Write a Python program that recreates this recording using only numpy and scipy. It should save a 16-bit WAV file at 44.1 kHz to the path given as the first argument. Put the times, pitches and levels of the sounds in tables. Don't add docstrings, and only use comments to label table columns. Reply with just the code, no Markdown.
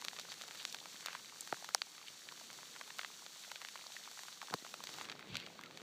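import sys
import numpy as np
from scipy import signal
from scipy.fft import rfft
from scipy.io import wavfile
from scipy.ndimage import uniform_filter1d

SR = 44100
rng = np.random.default_rng(int(sys.argv[2]) if len(sys.argv) > 2 else 0)


def put_to_file(sound):
    columns = np.atleast_2d(sound).T
    safe = np.clip(columns, -1, 1)
    whole_steps = np.round(safe * 32767)
    wavfile.write(sys.argv[1], SR, whole_steps.astype(np.int16))


N = 256662


# (time [s], strength [dB], pitch of the spot struck [Hz], Q [no unit], fizz relative to strength [dB])
PELLET_HITS = [(.0224, -11.5, 1070, 0.8, -18), (0.0442, -20, 3080, .25, -15),
               (.049, -13.5, 1390, .27, -0.5), (0.1324, -14.5, 980, 0.6, -11),
               (0.1648, -19.5, 1760, .24, -20), (0.1883, -14.5, 1250, 0.19, -23),
               (.1971, -16.5, 1620, 0.28, 0), (.2485, -13, 600, 1.1, -20), (0.3193, -15.5, 2200, 0.29, -22),
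               (.3246, -18, 2650, 0.5, -30), (.3404, -21, 1530, 1.8, -1.5), (.413, -15.5, 1200, 0.31, -10),
               (.4198, -16, 4510, 0.44, -30), (.4379, -12, 1010, 1.1, -15), (0.486, -20.5, 1290, 0.28, -13),
               (.51, -14.5, 1510, 0.46, -19), (.549, -16, 1100, .6, -12), (.6, -16, 2600, .9, -20),
               (0.7262, -15.5, 448, 2.6, 0.5), (.746, -11, 1590, 0.32, -7), (.787, -19.5, 2970, .6, -16),
               (.8026, -17.5, 3990, 2, -13), (0.8574, -14, 955, 0.36, -19), (1.008, -21, 2000, .3, -6),
               (1.0607, -9, 990, 0.67, -0.5), (1.0714, -9.5, 1980, .96, -31),
               (1.0843, -6.5, 1370, 0.67, -28), (1.1306, -14.5, 1610, 0.38, -16),
               (1.1505, -6, 1170, 0.63, -32), (1.4085, -3, 9000, 1.7, -35), (1.4748, -15, 1440, 0.95, -5),
               (1.544, -11, 1500, 1.2, -22), (1.625, -12, 850, 1.2, -25), (1.6452, -11, 1300, .77, -8),
               (1.69, -8, 1300, 0.94, -13), (1.9807, -17.5, 1600, .6, -20), (2.0745, -17, 2580, 1.6, -26),
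               (2.083, -11.5, 2710, 1.5, -26), (2.2887, -11.5, 2200, .95, -33),
               (2.3225, -13, 1080, 1.2, -11), (2.414, -15, 700, 1.3, -26), (2.5027, -14.5, 1510, 0.85, -22),
               (2.588, -16, 990, 0.76, -20), (2.631, -16, 1150, .8, -22), (2.763, -14, 1400, .8, -24),
               (2.8124, -6, 1270, .85, -17), (2.877, -20, 1450, .8, -8), (2.9048, -13, 1650, .65, -17),
               (2.9859, -15.5, 1270, 1.9, -1), (2.9924, -2.2, 1450, .72, -32),
               (3.014, -12.5, 1960, .76, -16), (3.0329, -13.5, 1600, 0.65, -30),
               (3.0475, -6, 1650, .8, -24), (3.264, -17, 1400, .3, -18), (3.5165, -9, 1350, .6, -10),
               (3.5583, -11.5, 1800, .55, -28), (3.617, -12, 1500, .7, -12), (3.6227, -18, 1000, .8, -9.5),
               (3.6492, -9.5, 1620, 0.64, -15), (3.687, -14.5, 2090, .8, -10),
               (3.7571, -10, 1050, 0.79, -17), (3.7913, -19.5, 1180, 1.1, -30),
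               (3.8646, -14.5, 850, 1, -14), (3.868, -13, 4700, 2.5, -22), (3.9652, -7.5, 1830, 1.7, -21),
               (4.0762, -12, 1170, 1.1, -26), (4.114, -15, 800, 0.83, -8.5),
               (4.1747, -10.5, 1090, 1.8, -24), (4.1918, -12, 1300, .77, -15),
               (4.2344, -16.5, 1040, .84, -3.5), (4.2835, -11.5, 1200, 1.2, -17),
               (4.4165, -8.5, 1480, 0.9, -16.5), (4.4288, -4, 900, 1.6, -22), (4.4844, -13, 1000, .9, -27),
               (4.501, -13, 1400, 1, -22), (4.649, -13, 1060, 0.56, -17), (4.665, -14, 1300, .8, -22),
               (4.741, -9, 1090, 0.41, -13.5), (4.8043, -9.5, 970, 1.6, -18), (4.839, -15.5, 1010, 0.69, 0),
               (4.8713, -13.5, 2800, 0.5, -23), (4.892, -15.5, 1050, 0.29, -20),
               (4.94, -15.5, 2700, 1.5, -8), (4.9856, -13, 920, 0.39, -12), (5.0125, -8.5, 1100, 0.43, -25),
               (5.0469, -16, 2780, 1.8, -25), (5.054, -17.5, 1600, .33, -20),
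               (5.0884, -14.5, 1230, 0.39, -35), (5.0985, -10.5, 2330, 0.63, -22),
               (5.1174, -16, 2100, 0.39, -34), (5.124, -13, 2010, 0.83, -35), (5.1939, -17, 1400, .6, -13),
               (5.209, -17, 1950, 2, -28), (5.227, -17, 1600, .9, -30), (5.3451, -16, 1510, 0.28, -20),
               (5.3551, -6, 2200, .6, -35), (5.369, -5, 2680, 1.5, -9.5), (5.4004, -12, 3080, 2.5, -15),
               (5.4642, -15, 2740, .88, -34), (5.4722, -17.5, 810, .55, -35),
               (5.5919, -10.5, 1260, 1.4, -35), (5.6118, -17, 1420, 1.3, -9),
               (5.6368, -11.5, 2130, 2.3, -14.5), (5.71, -21, 1230, 0.39, -22),
               (5.7742, -17.5, 1500, 0.29, -10)]

def pellets(lead=128):
    out = np.zeros(N)
    for s, db, hz, q, fizz_db in PELLET_HITS:
        hit = tick(db, hz, q, fizz_db, shatter=1.5, shatter_s=.0012, scatter=.36, lead=lead, low_hz=420)
        add(out, s - lead / SR, hit)
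    return out


# (time [s], strength [dB], pitch [Hz], Q [no unit], fizz relative to strength [dB])
CASE_HITS = [(.084, -6, 2500, .55, -24), (.6521, -7, 2900, .36, -27), (1.5258, 1.5, 1300, 1.3, -30),
             (1.5278, 5.5, 720, 1.5, -35), (1.5276, 1, 390, 1.3, -35), (1.527, -5, 170, 1.0, -35),
             (1.7476, 7, 5360, 2.03, -35), (1.7477, 5.5, 8450, 1.44, -30.5), (1.7487, 4.5, 1340, 1.3, -22),
             (1.748, 9, 774, 3.2, -33), (1.7475, -4, 504, 2.2, -32), (1.8186, 1.5, 4620, 8, -32),
             (1.8187, -2.5, 1950, .48, -32), (4.51, -12, 296, .48, -27), (4.5398, 4.7, 1000, 1.05, -19),
             (4.5396, -10, 4400, 4, -19), (4.5432, 2.5, 446, 1.7, -21), (4.624, -13, 260, 0.88, -30)]

def knocks(lead=96):
    out = np.zeros(N)
    for s, db, hz, q, fizz_db in CASE_HITS:
        hit = tick(db, hz, q, fizz_db, shatter=.2, shatter_s=.0007, scatter=.04, lead=lead, low_hz=110)
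        add(out, s - lead / SR, hit)
    return out


def small_pellets(per_s, fizz_db, typical_db=-22, typical_hz=1450, spread_octaves=0.86, slots=240):
    out = np.zeros(N)
    chances = rng.random((slots, 2))
    variations = np.clip(rng.standard_normal((slots, 3)), -2, 2)
    for slot, ((when, luck), (weight, spot, ice)) in enumerate(zip(chances, variations)):
        at = int((slot + when) * N / slots)
        if luck < per_s[at] * N / SR / slots:
            db = typical_db + 1.2 * weight
            hz = typical_hz * 2 ** (spread_octaves * spot)
            hit = tick(db, hz, q=0.7, fizz_db=fizz_db[at] + 4 * ice,
                       shatter=2.1, shatter_s=.0016, scatter=0.72, lead=128, low_hz=420)
            add(out, at / SR, hit)
    return out


def tick(db, hz, q, fizz_db, shatter, shatter_s, scatter, lead, low_hz, rise_s=0.00059, crumbs_s=.005):
    t = (np.arange(1024) - lead) / SR
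    shards, crumbs = rng.standard_normal((2, len(t)))
    shards *= np.exp(np.minimum(t / rise_s, -t / shatter_s))
    crumbs *= np.exp(np.minimum(t / rise_s, -t / crumbs_s))
    force = shatter * shards / np.linalg.norm(shards) + scatter * crumbs / np.linalg.norm(crumbs)
    force[lead] += 1
    f = np.geomspace(20, SR / 2, num=120)
    ring = 1 / (1 + (q * (f / hz - hz / f)) ** 2) ** 2
    ring /= 1 + (low_hz / f) ** 6
    fizz = gain_of(fizz_db) ** 2 / (1 + (3000 / f) ** 6)
    smooth_power = uniform_filter1d(abs(rfft(force)) ** 2, size=25)
    force_power = np.interp(f, np.fft.rfftfreq(len(t), 1 / SR), smooth_power)
    colour = np.transpose([f, 10 * np.log10((ring + fizz + 1e-7) / force_power)])
    return gain_of(db) * signal.fftconvolve(force, click(colour, size=2048))


# (frequency [Hz], relative level [dB])
HISS_TONE = [(300, -34.5), (1200, -5), (2700, -3), (3600, -1), (6000, 2.5), (9000, 3), (15500, -1.5)]

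def hiss(hiss_db, boost_db=6.5, flutter_db=1.0, wash=0.96):
    grains = unit_level(impacts(per_s=3500, spread_db=3.5)) + wash * rng.standard_normal(N)
    loudness = gain_of(hiss_db + boost_db + flutter_db * drift(0.063))
    return unit_level(coloured(grains, HISS_TONE)) * loudness


# (frequency [Hz], relative level [dB])
PATTER_TONE = [(150, -36), (400, 2.5), (750, 0.5), (1700, -1.5), (3000, -3.5), (5000, -7.5), (9000, -30),
               (15500, 7.5)]

def patter(patter_db, low_hz=700, high_hz=5200, cycles=0.7, wash=0.57, clump_db=1.5):
    t = np.arange(512) / SR
    loudness = gain_of(patter_db)
    density = unit_level(loudness) ** 2
    grains = np.zeros(N)
    for hz in np.geomspace(low_hz, high_hz, 20):
        grain = t * np.sin(2 * np.pi * hz * t) * np.exp(-t * hz / cycles)
        landings = impacts(per_s=40 * density, spread_db=5.0)
        grains += signal.oaconvolve(landings, unit_level(grain) * np.sqrt(hz))[:N]
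    mixed = unit_level(grains) + wash * np.sqrt(density) * rng.standard_normal(N)
    average_loudness = np.sqrt(np.mean(loudness ** 2))
    clumps = gain_of(clump_db * drift(0.0067))
    return unit_level(coloured(mixed, PATTER_TONE)) * average_loudness * clumps


# (frequency [Hz], relative level [dB])
SPLINTER_TONE = [(500, -27), (2000, -9), (4000, -7), (7500, -5), (15000, -7)]

def splinters(per_s, db=-39):
    return gain_of(db) * coloured(impacts(per_s, spread_db=4.0), SPLINTER_TONE)


# (start time [s], hiss before its
# boost [dB], patter [dB], small pellets [per s], their relative fizz [dB], splinters [per s])
SLEET_BY_PLACE = [(0, -58.5, -60, 8, 0.5, 75), (.89, -58.3, -61.5, 5, -20, 18),
                  (5.06, -69, -60.5, 2, -17, 4)]

def steady_sleet(fade_s=0.057):
    starts, *columns = np.transpose(SLEET_BY_PLACE)
    place = np.searchsorted(starts[1:], np.arange(N) / SR)
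    settings = uniform_filter1d(np.array(columns)[:, place], int(fade_s * SR), axis=1)
    hiss_db, patter_db, pellets_per_s, fizz_db, splinters_per_s = settings
    grains = hiss(hiss_db) + patter(patter_db) + splinters(splinters_per_s)
    return grains + small_pellets(pellets_per_s, fizz_db)


# (time of peak [s], half width [s], pitch [Hz], level [dB])
SNOW_SHUFFLES = [(.2, .004, 4500, -47), (.307, .014, 4320, -54), (.607, .011, 3000, -50.5),
                 (.679, .003, 5500, -51), (.698, .006, 5000, -52), (1.115, .042, 1770, -55.5),
                 (1.535, .007, 300, -56), (4.534, .007, 1000, -47), (4.538, .011, 190, -52),
                 (4.92, 0.099, 5000, -60.5), (5.0, 0.081, 1180, -60.5), (5.34, 0.03, 145, -53),
                 (5.375, 0.055, 2700, -53)]

def shuffles(grit_db=4.0):
    out, t = np.zeros(N), np.arange(N) / SR
    for s, width, hz, db in SNOW_SHUFFLES:
        band = [(hz / 8, -30), (hz / 2, -8), (hz, 0), (hz * 1.73, -5), (hz * 2, -14), (hz * 8, -45)]
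        grit = unit_level(rng.standard_normal(N) * gain_of(grit_db * drift(0.0012)))
        swell = np.exp(-.5 * ((t - s) / width) ** 2)
        band_gain = np.linalg.norm(click(band, size=4096))
        out += gain_of(db) * coloured(grit * swell, band) / band_gain
    return out


# (time [s], length [s], start pitch [Hz], end pitch [Hz], level [dB])
FAR_SQUEAKS = [(5.285, .085, 2100, 3150, -56.5), (5.405, .06, 1900, 2500, -59),
               (5.625, .07, 1500, 1230, -59)]

def squeaks(waver=0.01, flutter_db=2):
    out = np.zeros(N)
    for s, length, start_hz, end_hz, db in FAR_SQUEAKS:
        n = int(length * SR)
        hz = np.linspace(start_hz, end_hz, n) * (1 + waver * drift(.002)[:n])
        loudness = gain_of(db + flutter_db * drift(.004)[:n]) * np.hanning(n)
        add(out, s, loudness * np.sin(2 * np.pi * np.cumsum(hz) / SR))
    return out


# (time [s], level [dB])
RUMBLE_LEVELS = [(0.0, -66), (1.9, -69.5), (2.6, -67), (3.4, -72), (4.55, -71), (5.05, -59.5),
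                 (5.82, -61.5)]
# (frequency [Hz], relative level [dB])
RUMBLE_TONE = [(20, -25), (55, -17), (90, -11), (170, 1), (280, -1), (500, -2), (900, -13), (2500, -10.5),
               (8000, -22.5)]

def rumble(bumps=0.27):
    air = rng.standard_normal(N) + bumps * unit_level(impacts(per_s=25, spread_db=4))
    level_db = np.interp(np.arange(N) / SR, *np.transpose(RUMBLE_LEVELS))
    return unit_level(coloured(air, RUMBLE_TONE)) * gain_of(level_db)


def impacts(per_s, spread_db):
    strength = gain_of(spread_db * np.minimum(rng.exponential(1, N), 4.5))
    return strength * rng.choice([-1, 1], N) * (rng.random(N) < per_s / SR)


def drift(seconds):
    width = max(int(seconds * SR), 1)
    return unit_level(uniform_filter1d(uniform_filter1d(rng.standard_normal(N), width), width))


def click(tone, size):
    hz, db = np.transpose(tone)
    f = abs(np.fft.fftfreq(size, 1 / SR))
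    log_gain = np.log(gain_of(np.interp(np.log(f + 1), np.log(hz + 1), db)))
    return np.fft.ifft(np.exp(np.conj(signal.hilbert(log_gain)))).real[:size // 2]


def coloured(x, tone):
    return signal.oaconvolve(x, click(tone, size=4096))[:len(x)]


def gain_of(db):
    return 10 ** (np.asarray(db) / 20)


def unit_level(x):
    return x / np.sqrt(np.mean(x ** 2) + 1e-20)


def add(mix, s, sound):
    part = mix[max(round(s * SR), 0):][:len(sound)]
    part += sound[:len(part)]


def scene():
    sleet = steady_sleet() + pellets() + knocks()
    return (sleet + rumble() + squeaks() + shuffles())[None]


def gain_control(x, threshold_db=-32, share=0.32, recover_db_per_s=4, attack_s=.03):
    power_db = 10 * np.log10(abs(uniform_filter1d(x ** 2, size=176)) + 1e-12)
    cut_db = share * np.maximum(power_db - threshold_db, 0)
    recovered_db = recover_db_per_s * np.arange(N) / SR
    held_db = np.maximum.accumulate(cut_db + recovered_db) - recovered_db
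    smoothing = np.exp(-1 / (attack_s * SR))
    return x * gain_of(-signal.lfilter([1 - smoothing], [1, -smoothing], held_db))


# (frequency [Hz], gain [dB])
MICROPHONE_TONE = [(20, -9.5), (120, 2), (2800, 0), (3800, 4), (4250, 3), (4560, 5), (4900, -3.5),
                   (5600, 0.5), (6400, -0.5), (7800, -4), (9000, -10.5), (10200, -12.5), (15000, -11.5)]

def record(dry, top_hz=15500):
    heard = gain_control(coloured(dry[0], MICROPHONE_TONE))
    treble_cut = signal.firwin(511, top_hz, window=("kaiser", 9), fs=SR)
    return signal.oaconvolve(heard, treble_cut, "same")[None]


dry = scene()
out = record(dry)
put_to_file(out)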